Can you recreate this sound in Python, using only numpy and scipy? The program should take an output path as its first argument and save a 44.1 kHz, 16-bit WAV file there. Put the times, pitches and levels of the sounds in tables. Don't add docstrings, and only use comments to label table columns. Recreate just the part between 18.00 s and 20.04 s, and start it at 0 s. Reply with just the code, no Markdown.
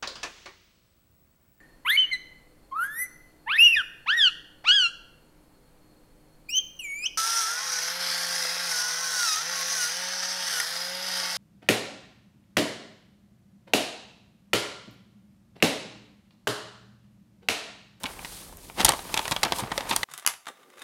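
import sys
import numpy as np
from scipy import signal
from scipy.io import wavfile

SR = 44100
rng = np.random.default_rng(int(sys.argv[2]) if len(sys.argv) > 2 else 0)


def bounce(signal):
    frames = np.transpose(np.atleast_2d(signal))
    limited = np.clip(frames, -1, 1)
    pcm = np.round(limited * 32767).astype(np.int16)
    wavfile.write(sys.argv[1], SR, pcm)


N = 90008

EDGES = 1000 * 2 ** (np.arange(-16, 13) / 3)
# centre in Hz, bandpass filter
BANDS = [(np.sqrt(lo * hi), signal.butter(2, [lo, hi], "band", fs=SR, output="sos"))
         for lo, hi in zip(EDGES, EDGES[1:])]


def from_db(db):
    return 10 ** (np.asarray(db) / 20)


def unit(x):
    return x / np.sqrt(np.mean(x ** 2) + 1e-30)


def at_hz(points, hz):
    table_hz, values = np.transpose(points)
    return np.interp(np.log(hz), np.log(table_hz), values)


def level(rows):
    return from_db(np.interp(np.arange(N) / SR, *np.transpose(rows)))


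def add(out, start_s, x):
    i = int(np.clip(start_s * SR, 0, N - 1))
    out[i:i + len(x)] += x[:N - i]


def coloured(tone, drive=1):
    white = rng.standard_normal((2, N)) * drive
    total = np.zeros(N)
    for k, (hz, sos) in enumerate(BANDS):
        if hz > tone[0][0] / 2:
            total += from_db(at_hz(tone, hz)) * unit(signal.sosfilt(sos, white[k % 2]))
    return unit(total)


# frequency in Hz, relative level in dB per third octave.
FLOOR_TONE = [(25, 3.5), (45, -0.5), (100, -3), (180, -7.5), (300, -3), (800, -10), (2000, -39),
              (8000, -3.5), (15500, -7)]
FLOOR_DB = -50


def room_noise():
    return from_db(FLOOR_DB) * coloured(FLOOR_TONE)


HUM_HZ, HUM_DB = 175.8, -61.5


def hum():
    return from_db(HUM_DB) * np.sqrt(2) * np.sin(2 * np.pi * HUM_HZ * np.arange(N) / SR)


# delay in seconds, level in dB against the direct sound before dulling.
ECHOES = [(0.0115, -16), (0.0301, -29.5)]
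# frequency in Hz, level in dB against the direct sound.
ROOM_TONE = [(150, -30), (900, -11.5), (5000, -17.5), (12000, -21)]
ECHO_DULL_HZ = 4940
ROOM_T60_S, ROOM_ONSET_S = 0.34, 0.0089


def room(x, size=18000):
    t = np.arange(size) / SR
    white = rng.standard_normal((2, size)) * from_db(-60 * t / ROOM_T60_S) * (t > ROOM_ONSET_S)
    tail = np.zeros(size)
    for k, (hz, sos) in enumerate(BANDS):
        band_scale = np.sqrt(2 * (EDGES[k + 1] - EDGES[k]) / SR / size)
        tail += from_db(at_hz(ROOM_TONE, hz)) * unit(signal.sosfilt(sos, white[k % 2])) * band_scale
    out = x + signal.fftconvolve(x, tail)[:N]
    dull = signal.sosfilt(signal.butter(1, ECHO_DULL_HZ, fs=SR, output="sos"), x)
    for delay_s, db in ECHOES:
        add(out, delay_s, from_db(db) * dull)
    return out


# time in seconds, level in dB before SLIDE_TRIM_DB.
SLIDE = [(0, -56), (.1, -42), (.17, -47), (.24, -40.5), (.41, -39.5), (.56, -54.5), (.65, -45),
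         (.74, -51.5), (.8, -34.5), (1.04, -43), (1.12, -39), (1.3, -37.5), (1.39, -45), (1.53, -43.5),
         (1.56, -32), (1.69, -52), (1.76, -40), (1.86, -46.5), (1.9, -35.5), (2.04, -41.5)]
# frequency in Hz, relative level in dB per third octave.
SLIDE_TONE = [(300, -21.5), (1000, -16), (2000, -12.5), (4000, -3), (7000, -4.5), (10000, 2), (13000, -5),
              (15500, -11)]
SLIDE_FLICKER_DB, SLIDE_TRIM_DB = 1.55, -4.5


def slide(count=300):
    points = rng.standard_normal(count)
    flicker = np.interp(np.linspace(0, count - 1, N), np.arange(count), points)
    hiss = coloured(SLIDE_TONE, from_db(SLIDE_FLICKER_DB * flicker))
    return from_db(SLIDE_TRIM_DB) * level(SLIDE) * hiss


# time in seconds, level in dB before RUSTLE_TRIM_DB.
FLEX = [(0, -48.5), (.06, -45), (.55, -56.5), (.755, -59), (.785, -28), (.9, -33), (.97, -46),
        (1.19, -39.5), (1.41, -46.5), (1.46, -28.5), (1.51, -40.5), (1.62, -35.5), (1.69, -41.5),
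        (1.925, -37.5), (2.0, -43), (2.04, -44)]
# frequency in Hz, relative level in dB per third octave.
FLEX_TONE = [(70, -14.5), (150, -5), (300, -1.5), (600, 2.5), (900, 6), (1450, 1.5), (2200, 1.5),
             (4000, -4), (8000, -13), (15500, -37)]
GRAINS_PER_S, GRAIN_SPREAD_DB, RUSTLE_TRIM_DB = 1400, 3.5, -1.5


def rustle():
    struck = rng.random(N) < GRAINS_PER_S / SR
    grains = struck * from_db(GRAIN_SPREAD_DB * np.minimum(rng.exponential(1, N), 5))
    fall = np.exp(-1 / (0.0015 * SR))
    power = signal.lfilter([1], [1, -fall], grains ** 2 + 1e-12)
    return from_db(RUSTLE_TRIM_DB) * level(FLEX) * coloured(FLEX_TONE, np.sqrt(power))


# start in seconds, pitch in Hz, level of the swing in dB.
FLAPS = [(.037, 255, -40), (0.833, 55, -30), (0.853, 59.5, -34.5), (0.885, 86, -43), (1.311, 128, -33),
         (1.439, 74, -44), (1.623, 131, -31)]
FLAP_RISE_S, FLAP_ROUGH = 0.0066, 1


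def flaps(size=6000):
    out, t = np.zeros(N), np.arange(size) / SR
    swell = t / FLAP_RISE_S * np.exp(1 - t / FLAP_RISE_S)
    for start_s, hz, db in FLAPS:
        sos = signal.butter(2, [hz / 2, hz * 2], "band", fs=SR, output="sos")
        ragged = unit(signal.sosfilt(sos, rng.standard_normal(size)))
        swing = np.sin(2 * np.pi * hz * t)
        add(out, start_s, from_db(db) * swell * (swing + FLAP_ROUGH * ragged))
    return out


MODE_RING_CYCLES = 27.3
# start in seconds, pitch in Hz, level in dB before the rise and decay.
POPS = [(1.592, 936, -19), (1.779, 558, -20.5), (2.0318, 2000, -11)]
POP_RISE_S = 0.00056


def pops(size=4000):
    out, t = np.zeros(N), np.arange(size) / SR
    rise = 1 - np.exp(-t / POP_RISE_S)
    for start_s, hz, db in POPS:
        decay = from_db(db - 60 * t * hz / MODE_RING_CYCLES)
        add(out, start_s, decay * rise * np.sin(2 * np.pi * hz * t))
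    return out


def ring(clicks, hz):
    radius = from_db(-60 * hz / (MODE_RING_CYCLES * SR))
    angle = 2 * np.pi * hz / SR
    return unit(signal.lfilter([0, 1], [1, -2 * radius * np.cos(angle), radius ** 2], clicks + 1e-18))


def crack(clicks, tone):
    hz = np.maximum(np.abs(np.fft.fftfreq(len(clicks), 1 / SR)), EDGES[0])
    log_gain = np.log(from_db(at_hz(tone, hz)) / np.sqrt(hz))
    minimum_phase = np.exp(np.conj(signal.hilbert(log_gain)))
    return unit(np.fft.ifft(np.fft.fft(clicks) * minimum_phase).real)


REGISTER_HZ = (770, 2470, 9400)
# frequency in Hz, level in dB per third octave.
BUCKLE_TONE = [(110, -23), (400, -18.5), (650, -14.5), (950, -4.5), (1500, -12.5), (2300, -9), (3800, -3.5),
               (5500, -6), (9000, -5.5), (12000, -8.5), (15500, -64)]
# frequency in Hz, time to fall by 60 dB in seconds.
SHEET_RING = [(150, 0.035), (900, 0.044), (3000, 0.026), (9000, 0.011)]
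SPREAD_S = 0.000077
CLICK_SHARE = 0.19
CREASE_RING_DB, BODY_RING_DB, BODY_RING_HZ = -3, -6.5, 918.5
LEVEL_SPAN_S = 0.01


def buckle(kicks, register_db, ring_hz):
    count = len(kicks)
    out, register = np.zeros(count), list(zip(REGISTER_HZ, register_db))
    tone = [(hz, at_hz(BUCKLE_TONE, hz) + at_hz(register, hz)) for hz, sos in BANDS]
    white = rng.standard_normal((2, count))
    clicks = unit(kicks * rng.choice([-1, 1], count))
    for k, (hz, sos) in enumerate(BANDS):
        if hz < BUCKLE_TONE[0][0]:
            continue
        fall = from_db(-120 / (at_hz(SHEET_RING, hz) * SR))
        rise = np.exp(-hz / (1000 * SPREAD_S * SR))
        power = signal.lfilter([1], [1, -fall - rise, fall * rise], kicks ** 2 + 1e-18)
        modes = signal.sosfilt(sos, np.tile(white[k % 2], 2))[count:]
        out += from_db(at_hz(tone, hz)) * unit(np.sqrt(power) * modes)
    out += CLICK_SHARE * out.std() * crack(clicks, tone)
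    for hz, db in ((ring_hz, CREASE_RING_DB), (BODY_RING_HZ, BODY_RING_DB)):
        out += from_db(at_hz(register, hz) + db) * ring(clicks, hz)
    return out * np.sqrt(LEVEL_SPAN_S * SR / count)


# start in seconds, body level in dB, crack level in dB, edge level in dB, ring in Hz.
SNAPS = [(0.0344,-46,-45.5,-36.5,3830), (0.0396,-30.5,-35,-42.5,3630), (0.0659,-37.5,-40,-47,2470),
         (0.1923,-42,-42.5,-76,2400), (.2472,-46,-33.5,-51,1900), (0.2552,-50,-45,-64,1890),
         (.526,-46,-65,-57,1270), (0.571,-64,-75,-49,11700), (0.6992,-46,-47,-73,2350),
         (0.8044,-25,-31,-37,3770), (0.8472,-26.5,-22.5,-18.5,9240), (0.8911,-19,-25.5,-18,8360),
         (0.9205,-27.5,-32.5,-34,3110), (0.9365,-27,-38,-49,2120), (.992,-35.5,-41,-49,4040),
         (1.1421,-30.5,-25.5,-29,2570), (1.1668,-29,-34.5,-44,2330), (1.1752,-32,-23.5,-31.5,3280),
         (1.192,-27.5,-28,-40,3560), (1.2545,-34,-31.5,-47,2900), (1.2794,-30,-34,-37,1950),
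         (1.3115,-27.5,-36,-30.5,4150), (1.3641,-31.5,-28,-42,3260), (1.4318,-28.5,-24.5,-27,2090),
         (1.45,-40,-28.5,-36.5,3470), (1.5221,-23.5,-27,-33.5,3430), (1.5311,-34.5,-34,-50,1920),
         (1.7784,-33.5,-28,-32,2130), (1.8077,-35,-34.5,-48,2120), (1.9629,-31.5,-27.5,-24.5,9300),
         (2.0317,-30.5,-29,-36,3930)]


def snaps(size=3000):
    out = np.zeros(N)
    for start_s, *register_db, ring_hz in SNAPS:
        add(out, start_s, buckle(signal.unit_impulse(size), register_db, ring_hz))
    return out


# start in seconds, length in seconds,
# body level in dB, crack level in dB, edge level in dB, ring in Hz.
CRUNCHES = [(0.056,0.0058,-47,-27,-58,3380), (.785,0.019,-30,-33,-44,2700),
            (.797,0.0098,-25.5,-27,-35.5,2060), (0.811,.005,-34.5,-26,-34,3850),
            (0.849,0.0043,-24.5,-24,-12.5,6550), (0.857,0.0092,-42,-26,-26,1900),
            (0.879,0.0088,-23,-22,-35,3650), (0.897,.012,-27,-29.5,-48,1960),
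            (1.318,.006,-24.5,-26,-31,3580), (1.4317,0.0067,-22.5,-24,-27.5,4180),
            (1.585,0.021,-32.5,-38.5,-30,3580), (1.7165,0.0056,-26.5,-31,-44,1930),
            (1.892,0.017,-31,-37,-29.5,4100), (1.911,0.0037,-25.5,-22,-45,3590),
            (1.9227,0.014,-24,-30.5,-38,2650)]
BUCKLES_PER_S, BUCKLE_SPREAD_DB = 1000, 3.5


def crunches(size=3000):
    out = np.zeros(N)
    for start_s, length_s, *register_db, ring_hz in CRUNCHES:
        times = (np.arange(size) + rng.random(size)) / BUCKLES_PER_S
        strengths = from_db(rng.normal(0, BUCKLE_SPREAD_DB, size))
        in_run = times < length_s
        kicks = signal.unit_impulse(size)
        kicks[(times[in_run] * SR).astype(int)] = strengths[in_run]
        add(out, start_s, buckle(kicks, register_db, ring_hz))
    return out


def scene():
    paper = snaps() + crunches() + rustle() + slide()
    return (room(paper) + pops() + flaps() + room_noise() + hum())[None]


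LOW_CUT_HZ, CUTOFF_HZ = 33.6, 16100
OVERLOAD = 0.85


def record(dry):
    low_cut = signal.butter(4, LOW_CUT_HZ, "high", fs=SR, output="sos")
    top_cut = signal.ellip(10, 0.1, 80, CUTOFF_HZ, fs=SR, output="sos")
    x = signal.sosfilt(low_cut, dry)
    return signal.sosfilt(top_cut, np.clip(x, -OVERLOAD, OVERLOAD))


dry = scene()
out = record(dry)
bounce(out)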